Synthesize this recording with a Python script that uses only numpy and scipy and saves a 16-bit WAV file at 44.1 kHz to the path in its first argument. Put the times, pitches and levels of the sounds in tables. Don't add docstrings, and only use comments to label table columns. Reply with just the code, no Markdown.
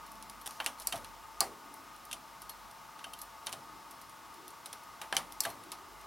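import sys
import numpy as np
from scipy import signal
from scipy.fft import rfft, irfft
from scipy.io import wavfile
from scipy.ndimage import uniform_filter1d

SR = 44100
rng = np.random.default_rng(int(sys.argv[2]) if len(sys.argv) > 2 else 0)


def to_wav(s):
    ch = np.atleast_2d(s).T
    pcm = np.round(np.clip(ch, -1, 1) * 32767)
    wavfile.write(sys.argv[1], SR, pcm.astype(np.int16))


N = 267246
TOP_HZ = 16100
HIT_SAMPLES = 16384
AGE_S = np.arange(HIT_SAMPLES) / SR

# frequency in Hz, gain in dB.
TOOL_SPECTRUM = [(200, -14), (2000, -6), (4200, 0), (7000, -5), (9800, 0), (12000, -3), (14000, -10),
                 (15800, -21)]
BED_SPECTRUM = [(60, -25), (400, -11), (600, -5.5), (800, 0.5), (980, -0.5), (1150, -1), (1500, -7),
                (2200, -9.5), (5000, -25)]
# frequency in Hz, t60 in seconds, relative level in dB.
NEEDLE_BENDING = [(1600, 0.02, -2.5), (2790, 0.029, -1), (3100, 0.084, 0.5), (3730, 0.037, -3.5),
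                  (4420, .053, -6), (6030, 0.052, -7.5), (10040, 0.0069, 4.5)]


def undb(db):
    return 10 ** (np.asarray(db) / 20)


def curve(points, hz):
    points_hz, db = np.transpose(points)
    return np.interp(np.log(hz + 1), np.log(points_hz), db)


def bins(size):
    return np.fft.rfftfreq(size, 1 / SR)


def lift(hz, centre_hz, width_hz, db):
    return db / (1 + (2 * (hz - centre_hz) / width_hz) ** 2)


def resonance(hz, width_hz):
    f = bins(N) + 1
    return 1 / np.sqrt(1 + ((f * f - hz * hz) / (f * width_hz)) ** 2)


def burst(x, db):
    energy = np.mean(np.sum(np.atleast_2d(x) ** 2, axis=-1))
    return x * undb(db) * np.sqrt(SR / 100 / energy)


def rise(tau_s):
    return 1 - np.exp(-AGE_S / tau_s)


def fade(t60_s):
    return np.exp(-np.log(1000) * AGE_S / t60_s)


def colour(x, db):
    cepstrum = irfft(np.log(undb(db)))
    cepstrum[1:HIT_SAMPLES // 2] *= 2
    cepstrum[HIT_SAMPLES // 2 + 1:] = 0
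    return irfft(rfft(x) * np.exp(rfft(cepstrum)))


def diffuse(side_db, size=HIT_SAMPLES):
    # frequency in Hz, side re mid in dB.
    stereo_width = [(30, -2), (60, -3), (125, -2), (250, -9), (500, -8.5), (1000, -12), (2400, -15),
                    (4400, -28), (8100, -4), (15000, -50)]
    mid, side = rfft(rng.standard_normal((2, size)))
    side_gain = undb(side_db + curve(stereo_width, bins(size)))
    return irfft(mid + side_gain * side * np.array([[1], [-1]]), size)


def steady(gain):
    noise = irfft(gain * rfft(diffuse(side_db=-0.5, size=N)), N)
    return noise / np.sqrt(np.mean(noise ** 2))


def even(x, width_hz):
    spectrum = rfft(x)
    power = np.mean(np.abs(np.atleast_2d(spectrum)) ** 2, axis=0)
    smooth_power = uniform_filter1d(power, int(width_hz * HIT_SAMPLES / SR))
    return irfft(spectrum / np.sqrt(smooth_power + 1e-12))


def mode(hz, t60_s, split, twin_db=-6):
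    twins_hz = hz * (1 + split * rng.uniform(0.25, 1.73, (2, 1)) * np.array([[1], [-1]]))
    twins = np.sin(2 * np.pi * (twins_hz * AGE_S + rng.random((2, 1)))).sum(axis=0)
    return fade(t60_s) * rise(1 / hz) * (np.sin(2 * np.pi * hz * AGE_S) + undb(twin_db) * twins)


def rings(modes, focus_hz, fall_db_oct, split, twin_db, spread_db=3.5):
    chance_db = spread_db * rng.standard_normal(len(modes))
    return sum(burst(mode(hz, t60_s, split, twin_db),
                     db + luck_db - fall_db_oct * abs(np.log2(hz / focus_hz)))
               for (hz, t60_s, db), luck_db in zip(modes, chance_db))


def add(out, start_s, sound):
    start = int(start_s * SR)
    ease = np.minimum(AGE_S[::-1] / .1, 1) ** 2
    out[:, start:start + HIT_SAMPLES] += (sound * ease)[..., :N - start]


def contacts(hits, spectrum, modes, ring_db, ring_t60_s, tail_db, tail_t60_s,
             ping_db, ping_t60_s, tip_db, bed_gain_db):
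    # centre in Hz, width in Hz, lift in dB.
    steel_resonances = [(3100, 1100, 4), (4460, 3000, 3.5), (5850, 1100, 5), (9460, 680, 3.5),
                        (12000, 1600, 0.5), (14600, 1400, 6)]
    out, hz = np.zeros((2, N)), bins(HIT_SAMPLES)
    steel_db = curve(spectrum, hz) + sum(lift(hz, *row) for row in steel_resonances)
    for start_s, db, tilt_db_oct, contact_s, bed_db, modes_db, ping_hz in hits:
        chatter = burst(diffuse(side_db=1.5) * np.exp(-AGE_S / (1.95 * contact_s)), 0)
        tip = burst(signal.unit_impulse(HIT_SAMPLES, int(.3 * contact_s * SR)), tip_db)
        crack = burst(even(chatter + tip, width_hz=5500), 0)
        spread = rise(0.00057) * (fade(ring_t60_s) + undb(tail_db) * fade(tail_t60_s))
        ring = burst(even(diffuse(side_db=1.5) * spread, width_hz=850), ring_db)
        shape_db = steel_db + tilt_db_oct * np.log2(np.clip(hz, 1500, 14000) / 5500)
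        shape_db -= 10 * np.log10(np.mean(undb(shape_db[hz < TOP_HZ]) ** 2))
        ping = burst(mode(ping_hz, ping_t60_s, split=0.062), ping_db)
        bending = burst(rings(modes, ping_hz, fall_db_oct=7.5, split=0.0235, twin_db=-3.5), modes_db)
        add(out, start_s, undb(db) * (colour(crack + ring, shape_db) + ping + bending))
        swell = rise(0.0011) * (fade(0.21) + undb(-36) * fade(0.48))
        bed = colour(even(diffuse(side_db=-6.5) * swell, width_hz=360), curve(BED_SPECTRUM, hz))
        add(out, start_s, burst(bed, bed_db + bed_gain_db))
    return out


def room(air_db=-55, fan_db=-54, hum_db=-71, fan_pan_db=3, hum_pan_db=-13):
    # frequency in Hz, relative density in dB.
    air_spectrum = [(20, -37), (45, -30), (75, -1), (150, -1), (300, -0.5), (450, -3.5), (750, 0.5),
                    (1100, 4), (1700, -2), (2600, -6), (5500, -8.5), (8000, -12.5), (11000, -13),
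                    (15800, -15.5)]
    # centre in Hz, width in Hz, relative level in dB.
    housing_resonances = [(680, 61, -5.5), (895.6, 97, 3.5), (1123, 92, 1.5), (1238.6, 45, 5),
                          (1457, 83, -6.5), (2078, 31, -7.5), (2540, 48, -15), (2845, 91, -14),
                          (5250, 85, -13)]
    sides = np.array([[.5], [-.5]])
    air = undb(air_db) * steady(undb(curve(air_spectrum, bins(N))))
    fan_power = sum((undb(db) * resonance(hz, width_hz) ** 2) ** 2
                    for hz, width_hz, db in housing_resonances)
    fan = undb(fan_db + fan_pan_db * sides) * steady(np.sqrt(fan_power))
    hum = undb(hum_db + hum_pan_db * sides) * steady(resonance(hz=48.7, width_hz=4.5) ** 2)
    return air + fan + hum


def handling(hiss_db=-16):
    # time in seconds, level in dB, brush centre in Hz.
    rubbing = [(0, -71, 220), (.18, -63, 220.3), (.8, -76, 240), (1.3, -78, 299.7), (1.68, -62.5, 298.5),
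               (2.5, -82, 220.5), (3.3, -83, 300.2), (3.72, -61, 321), (4.1, -75.5, 270.6),
               (4.429, -60, 345.2), (4.7, -82, 330.2), (5.3, -68, 320), (5.65, -59, 317.8),
               (6.05, -70.5, 398)]
    t = np.arange(N) / SR
    times_s, db, hz = np.transpose(rubbing)
    hiss = undb(hiss_db) * steady(resonance(hz=3600, width_hz=700) ** 2)
    brush = signal.hilbert(steady(resonance(hz.mean(), width_hz=130) ** 2))
    drift = np.exp(2j * np.pi * np.cumsum(np.interp(t, times_s, hz) - hz.mean()) / SR)
    return undb(np.interp(t, times_s, db)) * ((brush * drift).real + hiss)


def tool_ticks(grazes_per_s=2, graze_db=-61, graze_spread_db=5, ping_hz=10600):
    # start in seconds, level in dB, tilt in dB per octave, contact time in seconds,
    # modes in dB re level.
    touches = [(0.1176, -54, 10, .0013, -15), (0.2256, -50.5, 1, 0.00079, -18),
               (0.2975, -49, 3, 0.0017, -17), (0.4133, -55, 2, 0.0035, 0), (0.5084, -51, 0, 0.0015, -12),
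               (0.6442, -47, 1, 0.0023, -15), (0.799, -46.5, 4, 0.0017, -14),
               (0.9635, -49.5, -5, .0023, -12), (0.976, -52, 2, .0022, -10),
               (1.0456, -49.5, -2, .0028, -19), (1.7405, -52.5, 11, 0.0013, -12),
               (2.052, -54, 9, .0013, -15), (2.419, -49.5, 5, 0.003, -19), (2.4948, -45.5, 2, 0.0033, 1.5),
               (3.135, -49.5, 4, 0.0017, -15), (3.189, -54, 2, .004, 2), (3.2161, -43.5, 8, .0018, -4.5),
               (3.9098, -52, 5, .0038, -15), (4.0146, -54, 5, .003, -15), (4.48, -50.5, 5.5, .0008, -8),
               (4.6588, -44, 1, 0.0032, -15), (4.729, -43.5, 0.5, 0.0023, -19),
               (5.323, -49, 2.5, .0009, -8), (5.4361, -42.5, 0, .004, 0), (5.4915, -54, 2, 0.0032, -1),
               (5.5016, -50.5, 2, .0028, -3), (5.718, -41.5, 0, 0.005, -19)]
    # frequency in Hz, t60 in seconds, relative level in dB.
    tool_bending = [(4260, .2, 3), (11640, 0.063, 0.5), (12200, .07, -8)]
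    grazes = [(when * N / SR, graze_db + graze_spread_db * (1 - 2 * softness), 3, .002, -12)
              for when, softness in rng.random((int(grazes_per_s * N / SR), 2))]
    hits = []
    for start_s, db, tilt_db_oct, contact_s, modes_db in touches + grazes:
        bed_db = db - 6 - .9 * tilt_db_oct
        hz = ping_hz * rng.uniform(0.91, 1.04)
        hits.append((start_s, db, tilt_db_oct, contact_s, bed_db, modes_db, hz))
    return contacts(hits, TOOL_SPECTRUM, tool_bending, ring_db=-4.5, ring_t60_s=0.044, tail_db=-7,
                    tail_t60_s=0.28, ping_db=-4, ping_t60_s=0.008, tip_db=-25, bed_gain_db=1)


def steel_grit(grains_per_s=1200, grain_spread_db=5, bed_gain_db=-8):
    # start in seconds, length in seconds, level in dB.
    scrapes_and_ticks = [(0.458, 0.02, -37), (0.777, 0.06, -45), (0.944, .03, -46), (3.462, 0.0032, -48),
                         (3.491, 0.0083, -51), (3.521, 0.011, -50), (5.145, .016, -47), (5.443, 0.027, -48)]
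    out, hz = np.zeros((2, N)), bins(HIT_SAMPLES)
    for start_s, length_s, db in scrapes_and_ticks:
        onsets = rng.random(HIT_SAMPLES) < grains_per_s / SR
        grains = onsets * undb(grain_spread_db * rng.standard_normal(HIT_SAMPLES))
        envelope = np.sqrt(np.abs(np.sin(np.pi * np.minimum(AGE_S / length_s, 1))))
        grain_response = diffuse(side_db=-7) * (fade(0.0042) + undb(-30.5) * fade(0.66))
        grit = irfft(rfft(grains * envelope) * rfft(even(grain_response, width_hz=2400)))
        steel = colour(grit, curve(TOOL_SPECTRUM, hz))
        bed = colour(grit, curve(BED_SPECTRUM, hz))
        add(out, start_s, burst(steel, db) + burst(bed, db + bed_gain_db))
    return out


def needle_knocks():
    hits = [(0.6014, -36, -5.5, 0.0029, -34.5, -0.5, 1670), (0.9241, -36, 0.5, 0.004, -37.5, -2, 3100),
            (2.9916, -51.5, -3.3, 0.0032, -70, -2, 3470), (3.0425, -46, -1.5, 0.0036, -67, 4.5, 2710),
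            (5.0155, -40.5, 0, 0.00245, -39, -22, 3810), (5.1261, -31, -5, 0.0013, -35, -5.5, 1640),
            (5.4515, -37, 1.5, 0.0031, -33, -1, 1680)]
    spectrum = [(100, -27.5), (900, 0.5), (1700, -0.5), (3000, -5.5), (4000, -8.5), (7000, -10),
                (10000, -4), (15800, -22)]
    return contacts(hits, spectrum, NEEDLE_BENDING, ring_db=-6.5, ring_t60_s=0.039, tail_db=2,
                    tail_t60_s=0.33, ping_db=-8.5, ping_t60_s=0.047, tip_db=-10.5, bed_gain_db=-2.5)


def needle_clacks():
    hits = [(0.6622, -29, 1, 0.00027, -34, -14, 2790), (2.1127, -44, 3, 0.0037, -65, -2.5, 2920),
            (2.129, -37, 3.5, 0.0018, -45, -9.5, 3100), (3.1358, -54, 9, 0.0014, -54, 5, 3100),
            (3.4686, -38, -0.5, 0.0012, -36, -1, 4240), (3.5269, -39, 2.2, 0.00327, -41, -14, 4010),
            (5.167, -25.5, 0.4, 0.00051, -29.5, -11.5, 3080)]
    spectrum = [(100, -12), (1200, -9.5), (2800, -0.5), (4500, -5), (7000, -6), (9600, -1), (12000, -8),
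                (15800, -29)]
    return contacts(hits, spectrum, NEEDLE_BENDING, ring_db=-5, ring_t60_s=0.059, tail_db=-9,
                    tail_t60_s=0.2, ping_db=-11.5, ping_t60_s=0.057, tip_db=-5.5, bed_gain_db=-4.5)


def bed_thumps(thud_t60_s=0.47):
    # start in seconds, plate level in dB, plate focus in Hz, thud level in dB, thud in Hz.
    seatings = [(.664, -55, 755, -49.5, 269), (.932, -35.5, 680, -41.5, 110),
                (1.409, -30.5, 803, -39.5, 407), (2.132, -51, 733, -57, 222), (3.06, -48.5, 680, -59, 300),
                (3.53, -49.5, 680, -49.5, 121), (5.131, -36.5, 760, -47.5, 273),
                (5.169, -59, 704, -46, 161), (5.459, -35.5, 680, -44, 106)]
    # frequency in Hz, t60 in seconds, relative level in dB.
    plate_modes = [(680, 0.14, -3.5), (782, 0.15, -2), (1180, 0.076, 12.5)]
    thud_spectrum = [(40, -28), (100, -1.5), (170, -0.5), (260, 3), (420, -2.5), (600, 6.5), (1500, -66)]
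    out, hz = np.zeros((2, N)), bins(HIT_SAMPLES)
    for start_s, plate_db, plate_hz, thud_db, thud_hz in seatings:
        plate = rings(plate_modes, plate_hz, fall_db_oct=35, split=0.1005, twin_db=-13.5) * rise(0.0023)
        frame = even(diffuse(side_db=-6) * fade(thud_t60_s) * rise(0.003), width_hz=57)
        thud = colour(frame, curve(thud_spectrum, hz) + lift(hz, thud_hz, 0.38 * thud_hz, db=11))
        add(out, start_s, burst(plate, plate_db) + burst(thud, thud_db))
    return out


def latch_snaps():
    hits = [(0.8715, -28.5, 0.5, 0.00075, -47, -13, 10000), (1.4059, -24.5, -2.5, 0.00041, -35.5, -6, 4530),
            (5.4051, -27, -0.5, 0.0008, -48, -14.5, 5200)]
    spectrum = [(100, -25), (800, -35), (2500, -10.5), (3400, -20), (4300, 1), (6300, -3), (7800, 6.5),
                (9800, 4), (11500, 1.5), (13500, 1), (15800, -16)]
    # frequency in Hz, t60 in seconds, relative level in dB.
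    latch_bending = [(4264, .12, 2), (4560, 0.11, -8), (4820, 0.086, 4.5), (5400, 0.088, -2),
                     (9900, 0.018, 0), (15300, .011, 7)]
    return contacts(hits, spectrum, latch_bending, ring_db=-4.5, ring_t60_s=0.014, tail_db=-18.5,
                    tail_t60_s=0.23, ping_db=-13.5, ping_t60_s=0.035, tip_db=-1, bed_gain_db=3)


def scene():
    steel = latch_snaps() + needle_clacks() + needle_knocks() + tool_ticks() + steel_grit()
    return steel + bed_thumps() + handling() + room()


def record(dry):
    return signal.sosfilt(signal.ellip(8, .2, 70, TOP_HZ, fs=SR, output="sos"), dry)


dry = scene()
out = record(dry)
to_wav(out)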